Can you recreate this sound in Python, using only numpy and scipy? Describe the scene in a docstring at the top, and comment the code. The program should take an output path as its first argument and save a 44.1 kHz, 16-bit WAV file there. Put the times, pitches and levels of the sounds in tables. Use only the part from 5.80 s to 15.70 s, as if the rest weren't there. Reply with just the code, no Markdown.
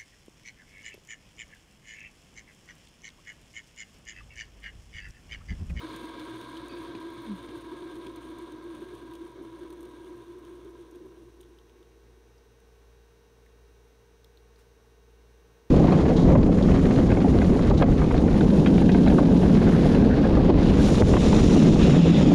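"""On a wooden board in a quiet room, close to the microphone, a plastic fidget spinner coasts to a stop.
Its dry ball bearing whirrs through the body's resonances, sizzles, rattles, ticks and briefly squeals;
the hub thumps the board once a turn and lands a few harder knocks. Handling adds tiny clicks, one short
low rub and a faint brush. Behind it all, two appliance motors hum and beat and mains equipment buzzes."""
import sys
import numpy as np
from scipy.fft import rfft, irfft, next_fast_len
from scipy.io import wavfile
from scipy.ndimage import map_coordinates

SR = 44100
rng = np.random.default_rng(int(sys.argv[2]) if len(sys.argv) > 2 else 0)


def generate_wav(signal):
    """Clip the signal to [-1, 1] and save it as 16-bit WAV at the path in sys.argv[1]."""
    frames = np.transpose(np.atleast_2d(signal))
    scaled = np.clip(frames, -1, 1) * 32767
    pcm = np.round(scaled).astype(np.int16)
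    wavfile.write(sys.argv[1], SR, pcm)


N = 436590
TIME = np.arange(N) / SR


def amp(db):
    """Decibels to gain."""
    return 10 ** (np.asarray(db) / 20)


def unit(x):
    """x at rms 1."""
    return x / np.sqrt(np.mean(x ** 2) + 1e-20)


def colour(points, hz):
    """Gain of an EQ curve of (Hz, dB) points, read on a log axis."""
    f, db = np.transpose(points)
    return amp(np.interp(np.log(hz + 1), np.log(f + 1), db))


def wobble(rate):
    """A smooth random curve, rate knots a second."""
    return map_coordinates(rng.standard_normal(int(N * rate / SR) + 4), [TIME * rate])


def filtered(x, response):
    """x through a filter, given as a complex response of frequency."""
    size = next_fast_len(len(x) + 8192)
    return irfft(rfft(x, size) * response(np.fft.rfftfreq(size, 1 / SR)), size)[:len(x)]


def resonance(f, centre, width):
    """Causal response of one mode; centre and width in Hz."""
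    return 1j * f * width / (centre ** 2 - f ** 2 + 1j * f * width)


def angle(hz):
    """Running phase of a frequency curve."""
    return 2 * np.pi * np.cumsum(hz) / SR


def bumps(rate, spread_db):
    """Random tiny impacts of uneven size, rate a second, at rms 1."""
    chance = np.clip(rate / SR, 1e-4, 1)
    hit = rng.random(N) < chance
    return unit(hit * rng.choice([-1, 1], N) * amp(spread_db * rng.standard_normal(N)) / np.sqrt(chance))


def swell(s, width_s):
    """A bell-shaped rise and fall around time s."""
    return np.exp(-((TIME - s) / width_s) ** 2)


def stroke(s, attack_s, t60):
    """An envelope that rises at time s and dies away."""
    age = np.maximum(TIME - s, 0)
    return (1 - np.exp(-age / attack_s)) * amp(-60 * age / t60)


def add(track, s, sound, db):
    """Mix a sound into the track at time s with peak level db."""
    part = track[round(s * SR):][:len(sound)]
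    part += (amp(db) * sound / np.abs(sound).max())[:len(part)]


def partials(phase, rows):
    """Sines at (multiple, dB) of a running phase, each with a random offset."""
    return sum(amp(db) * np.sin(multiple * phase + rng.uniform(0, 2 * np.pi)) for multiple, db in rows)


# The spin-down. Each row: time in seconds, speed in turns per second.
SPIN_DOWN = [(0, 17.36), (.7, 14.46), (1.3, 13.57), (2.2, 11.43), (3.2, 9.35), (4.2, 7.35), (5.2, 4.51),
             (6, 2.2), (6.75, .1)]
START_TURN = .4  # how far round the heavy side starts


def spinner():
    """Balls roll over a rough race; every layer fades as the rotor slows."""
    turn_hz = np.interp(TIME, *np.transpose(SPIN_DOWN))
    speed = turn_hz / turn_hz.max()
    turned = np.cumsum(turn_hz) / SR
    # below about 3.68 turns a second the rotor stops rocking and the bearing runs quieter
    settled_db = 6.5 * (1 - np.tanh((turn_hz - 3.68) / 0.38)) / 2
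    # the off-centre load presses a little harder once a turn
    load_db = 0.1 * np.cos(2 * np.pi * (turned + START_TURN)) + 0.92 * wobble(45)
    rolling = bumps(300 + 210 * turn_hz, spread_db=3) * amp(load_db)
    whirr_db = -40 + 17.5 * np.log10(np.minimum(speed, 0.6)) - settled_db
    grit_db = -45 + 32 * np.log10(speed) - 0.87 * settled_db
    thump_db = -56 + 19.5 * np.log10(speed)
    layers = amp(whirr_db + rocking_db(turned)) * whirr(rolling, hz=361.1 - 41 * speed)
    layers += amp(grit_db) * grit(rolling, slowing=1 - speed)
    layers += amp(thump_db) * hub_thumps(turn_hz, turned)
    layers += amp(-60) * speed ** 1.34 * sizzle(turn_hz, load_db)
    layers += amp(-54) * speed ** 0.94 * rattle()
    return np.clip(turn_hz, 0, 1) * layers  # fade out below one turn a second


# Surges in the whirr as the rotor tips hard on its loose bearing. Each row: time in seconds, lift in dB.
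HARD_TIPS = [(.953, 2), (1.266, 3), (1.727, 4), (2.06, 4.5), (2.198, 6.5), (3.018, 6.5), (3.424, 6),
             (3.613, 6), (3.83, 4.5), (4.04, 3), (4.316, 4.5), (4.651, 2.5), (5.222, 6.5)]


def rocking_db(turned, cage_ratio=.55, play_db=7):
    """The whirr sways with the ball cage and flutters within the bearing's play; hard tips take over."""
    cage_db = 0.37 * np.cos(2 * np.pi * (cage_ratio * turned + 0.33))
    flutter_db = 2.5 * wobble(42)
    lift_db = play_db * np.tanh((cage_db + flutter_db) / play_db)
    for s, db in HARD_TIPS:
        lift_db += (db - lift_db) * swell(s, width_s=.0225)
    return lift_db


def whirr(rolling, hz, width_hz=26, grip=0.56):
    """Rolling bumps drive the body's main mode at a gliding pitch; friction curbs its largest swings."""
    carrier = np.exp(1j * angle(hz))
    push = rolling / carrier  # shift the mode to 0 Hz so that one filter follows the glide
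    skirt = lambda f: 1 / (1 + 2j * f / width_hz) / (1 + 1j * f / 75)
    swing = filtered(push.real, skirt) + 1j * filtered(push.imag, skirt)
    friction = np.sqrt(1 + grip * unit(np.abs(swing)) ** 2)
    return unit((carrier * swing / friction).real)


# The resonances of spinner and board. Each row: centre in Hz, width in Hz, gain in dB.
BODY_MODES = [(457.5, 42, -0.5), (535.4, 38, -2.5), (695, 43, -3.5), (977, 48, 3.5), (1023.4, 152, 2.5),
              (1213, 122, -9.5), (1601.5, 67, 0), (2230, 213, -9), (3200, 880, -22), (3583, 656, -10.5),
              (4060, 140, -21)]


def grit(rolling, slowing):
    """Rolling bumps ring the body; slower balls strike more softly, so the treble fades first."""
    modes = lambda f: sum(amp(db) * resonance(f, hz, width) * resonance(f, hz, 1.95 * width)
                          for hz, width, db in BODY_MODES)
    hollow = lambda f: 1 - resonance(f, 845, 260)  # antiresonance between two modes
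    ring = unit(filtered(rolling, lambda f: modes(f) * hollow(f)))
    dull = filtered(ring, lambda f: 1 / (1 + (f / 1350) ** 4))
    return dull * amp(4.4 * slowing) + (ring - dull) * amp(-1.46 - 8.7 * slowing)


def wood(f):
    """Low modes of the board under the spinner."""
    return (resonance(f, 121.6, 23) ** 2 + amp(-9.5) * resonance(f, 139, 98) ** 2
            + amp(-4) * resonance(f, 251, 21) ** 2)


def hub_thumps(turn_hz, turned):
    """The unbalanced rotor scuffs its hub against the board once a turn, over a softer steady rumble."""
    age = (turned + START_TURN) % 1 / turn_hz
    scuffs = rng.standard_normal(N) * (amp(-60 * age / 0.022) + amp(-14))
    return unit(filtered(scuffs, lambda f: wood(f) + amp(-14) * resonance(f, 240, 330) ** 2))


# The bright hiss of the dry bearing. Each row: frequency in Hz, gain in dB.
SIZZLE_EQ = [(1500, -2), (3500, 9.5), (5200, -15), (6500, -0.5), (7600, -10), (8600, 1), (9450, 3),
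             (10400, -9), (11600, -8), (15500, -16)]


def sizzle(turn_hz, load_db):
    """The finest contacts in the bearing make a flickering hiss that thins out as it slows."""
    contacts = bumps(300 + 80 * turn_hz, spread_db=1)
    flicker_db = load_db + 1.56 * wobble(60) + 1.8 * wobble(11)
    return unit(filtered(contacts * amp(flicker_db), lambda f: colour(SIZZLE_EQ, f)))


# The bright ring of a ball click, in rattle and ticks alike. Each row: frequency in Hz, gain in dB.
BALL_EQ = [(4000, -15), (6500, -2.5), (7600, -8), (9400, 3.5), (10500, -8.5), (12000, -5), (15500, -10)]


def rattle(clusters=48, clicks_each=5, span_s=5.9, cluster_s=.045):
    """Loose balls chatter in little clusters, each click with its own brightness."""
    track, t = np.zeros(N), TIME[:SR // 50]
    for k in range(clusters):
        start = (k + rng.random()) / clusters * span_s
        cluster_db = rng.uniform(-2.2, 2)
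        for _ in range(clicks_each):
            hz = rng.uniform(6700, 13000)
            burst = rng.standard_normal(len(t)) * amp(-60 * t / rng.uniform(0.0018, 0.01))
            click = filtered(burst, lambda f: colour(BALL_EQ, f) * resonance(f, hz, 7100) ** 2)
            add(track, start + cluster_s * rng.random(), click, cluster_db + rng.uniform(-1.16, 2))
    return track


# The drone of the louder motor. Each row: multiple of the shaft speed, rms level in dB.
MOTOR_OVERTONES = [(2, -73.5), (3, -79.5), (7, -70), (8, -68), (9, -86.5), (19, -89)]


def motors(first_hz=57.66, second_hz=58.95, in_step_s=.121):
    """Two motors run at nearly the same speed, so their hum beats."""
    shaft = angle(first_hz + 0.0296 * wobble(1.935))
    beat = 2 * np.pi * (second_hz - first_hz) * (TIME - in_step_s)
    hum = amp(-60) * np.sin(shaft) + amp(-72) * np.sin(shaft + beat)
    return np.sqrt(2) * (hum + partials(shaft, MOTOR_OVERTONES))


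# The strongest notes in the mains hum. Each row: harmonic number, rms level in dB.
MAINS_OVERTONES = [(2, -75), (6, -81), (8, -74), (16, -83.5), (64, -84.5)]
MAINS_HZ = 60


def mains_hum():
    """Equipment hums at multiples of the mains frequency."""
    return np.sqrt(2) * partials(2 * np.pi * MAINS_HZ * TIME, MAINS_OVERTONES)


# Thin tones from the appliances. Each row: pitch in Hz, rms level in dB.
WHINE_TONES = [(441.8, -72.5), (884, -83.5), (1097, -85), (1514, -80.5), (1616, -84.5), (1847, -84),
               (2019, -90.5), (2272, -87), (2525, -89), (2772, -84.5)]


def whine():
    """The appliances hold a faint, steady chord of pure tones."""
    return np.sqrt(2) * partials(2 * np.pi * TIME, WHINE_TONES)


# The edgy tone of the mains buzz. Each row: frequency in Hz, gain in dB.
BUZZ_EQ = [(240, 6.5), (1000, -2.5), (2000, -3.5), (4200, 0), (4600, -5), (5100, -2.5), (5400, -3.5),
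           (5800, 3.5), (6250, 0.5), (7200, -16), (9000, -3.5), (10400, -19.5), (13500, -17), (15500, -23)]


def mains_buzz():
    """Mains equipment rattles in every half cycle, the two halves slightly unlike."""
    size = SR // MAINS_HZ
    order = np.arange(size // 2 + 1)
    harmonics = colour(BUZZ_EQ, order * MAINS_HZ) * np.where(order % 2, amp(-10.5), 1) * (order > 2)
    cycle = irfft(harmonics * np.exp(1.7j * rng.standard_normal(len(order))), size)
    return amp(-74) * unit(np.resize(cycle, N))


# The dark bed of room tone. Each row: frequency in Hz, gain in dB.
AIR_EQ = [(22, -18), (55, 4.5), (140, -4), (430, 0), (520, -6), (950, -8), (1500, -12.5), (2900, -19.5),
          (3500, -20), (4800, -24.5), (5800, -19.5), (7400, -27), (9300, -27), (10400, -29.5), (11600, -27),
          (15500, -28.5)]


def room_air():
    """Soft air noise whose level barely wavers."""
    air = unit(filtered(rng.standard_normal(N), lambda f: colour(AIR_EQ, f)))
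    return amp(-65 + 0.2 * wobble(5)) * air


# Harder hits of the hub on the board. Each row: start in seconds, peak of the thud in dB.
HUB_KNOCKS = [(0.146, -38), (1.003, -39), (1.151, -33), (1.688, -39), (2.265, -38)]


def hub_knocks():
    """A hard knock thuds in the board and clacks in the plastic."""
    track, t = np.zeros(N), TIME[:SR // 8]
    impulse = 1. * (t == 0)
    thud = filtered(impulse, lambda f: wood(f) + amp(14) * resonance(f, 237, 240) ** 2)
    for s, db in HUB_KNOCKS:
        add(track, s, thud, db)
        clack = rng.standard_normal(len(t)) * amp(-60 * t / 0.035)
        add(track, s, filtered(clack, lambda f: resonance(f, 2300, 2000) ** 2), db - 6.5)
    return track


# The loudest clicks of loose balls in the cage.
# Each row: start in seconds, level in dB, hub ring in dB relative to that level.
BALL_TICKS = [(0.162, -44, -11), (0.2543, -48, -8), (0.396, -50, 10.5), (0.613, -46.5, 4),
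              (0.7694, -58, 19.5), (0.8833, -44, -7), (2.156, -49, -9), (2.2675, -50.5, 5),
              (2.36, -45, -14), (2.5855, -47.5, -10), (2.721, -48, -5), (3.1506, -50.5, -10),
              (3.3358, -49.5, -1), (3.3528, -47.5, -4), (3.904, -49.5, -5), (3.9265, -52, 1),
              (4.007, -51, -11), (4.0292, -51, -12), (4.0532, -51, -3), (4.2464, -57, 3),
              (4.6503, -53.5, -2), (4.8469, -55, -11), (5.1107, -52, -15), (5.1564, -55, -20),
              (5.6105, -48, -11)]


def ball_ticks():
    """Each ball click is a bright crack with a short ring of the plastic hub."""
    track, t = np.zeros(N), TIME[:SR // 30]
    for s, db, ring_db in BALL_TICKS:
        crack, knock = rng.standard_normal((2, len(t))) * amp(-60 * t / 0.026)
        add(track, s, filtered(crack, lambda f: colour(BALL_EQ, f)), db - .5)
        add(track, s, filtered(knock, lambda f: resonance(f, 3330, 1200) ** 2), db + ring_db)
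    return track


# Small plastic and handling clicks.
# Each row: start in seconds, level in dB, pitch in Hz, seconds for the ring to fall 60 dB.
PLASTIC_TAPS = [(.776, -42, 4200, 0.017), (5.606, -54, 3480, 0.026), (5.63, -54, 3380, 0.025),
                (5.787, -51.5, 3440, .025), (5.896, -55, 3170, 0.012), (6.028, -57, 3400, 0.014),
                (6.58, -60, 5300, .03), (6.802, -58, 9000, .01), (7.662, -55.5, 1980, 0.034),
                (8.445, -46.5, 3700, 0.012), (8.573, -51.5, 4000, 0.024), (8.759, -57, 4700, .018)]


def plastic_taps():
    """Tiny dry clicks: a crack, then a few close modes ring briefly around the pitch."""
    track, t = np.zeros(N), TIME[:SR // 20]
    for s, db, hz, t60 in PLASTIC_TAPS:
        modes = partials(2 * np.pi * hz * t, [(.9, 0), (1, 1), (1.09, -1.5), (1.4, -12)])
        ring = modes * amp(-60 * t / t60) * (1 - np.exp(-t / 0.00026))
        crack = rng.standard_normal(len(t)) * (amp(-4.5 - 60 * t / .009) + amp(-30 - 60 * t / .08))
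        add(track, s, ring + crack, db + .5)
    return track


# The notes of the bearing's dry squeal. Each row: pitch in Hz, gain in dB.
RACE_TONES = [(2520, 0), (4600, -2)]


def squeal():
    """A skidding ball makes the race sing for a moment."""
    tones = lambda f: sum(amp(db) * resonance(f, hz, 130) ** 2 for hz, db in RACE_TONES)
    singing = unit(filtered(rng.standard_normal(N), tones))
    return amp(-52.5) * stroke(.885, attack_s=.01, t60=.5) * singing


def rub(peak_s=1.516, sag_hz_per_s=580):
    """A short low handling rub swells and dies while its pitch sinks."""
    hz = 205 - sag_hz_per_s * (TIME - peak_s)
    return np.sqrt(2) * amp(-33) * swell(peak_s, width_s=0.035) * np.sin(angle(hz))


def brush():
    """A faint brushing touch: a quick wash of dense, tiny impacts."""
    grains = unit(filtered(bumps(2500, spread_db=3), lambda f: resonance(f, 1000, 3000)))
    return amp(-58.5) * stroke(8.778, attack_s=.012, t60=0.21) * grains


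def scene():
    """Spinner, handling and room at one microphone."""
    close = spinner() + hub_knocks() + squeal() + ball_ticks() + plastic_taps() + rub() + brush()
    room = motors() + mains_hum() + whine() + room_air() + mains_buzz()
    return (close + room)[None]


def record(dry, top_hz=15750):
    """A brick-wall low-pass cuts the very top of the treble."""
    return np.array([filtered(channel, lambda f: f < top_hz) for channel in dry])


dry = scene()
out = record(dry)
generate_wav(out)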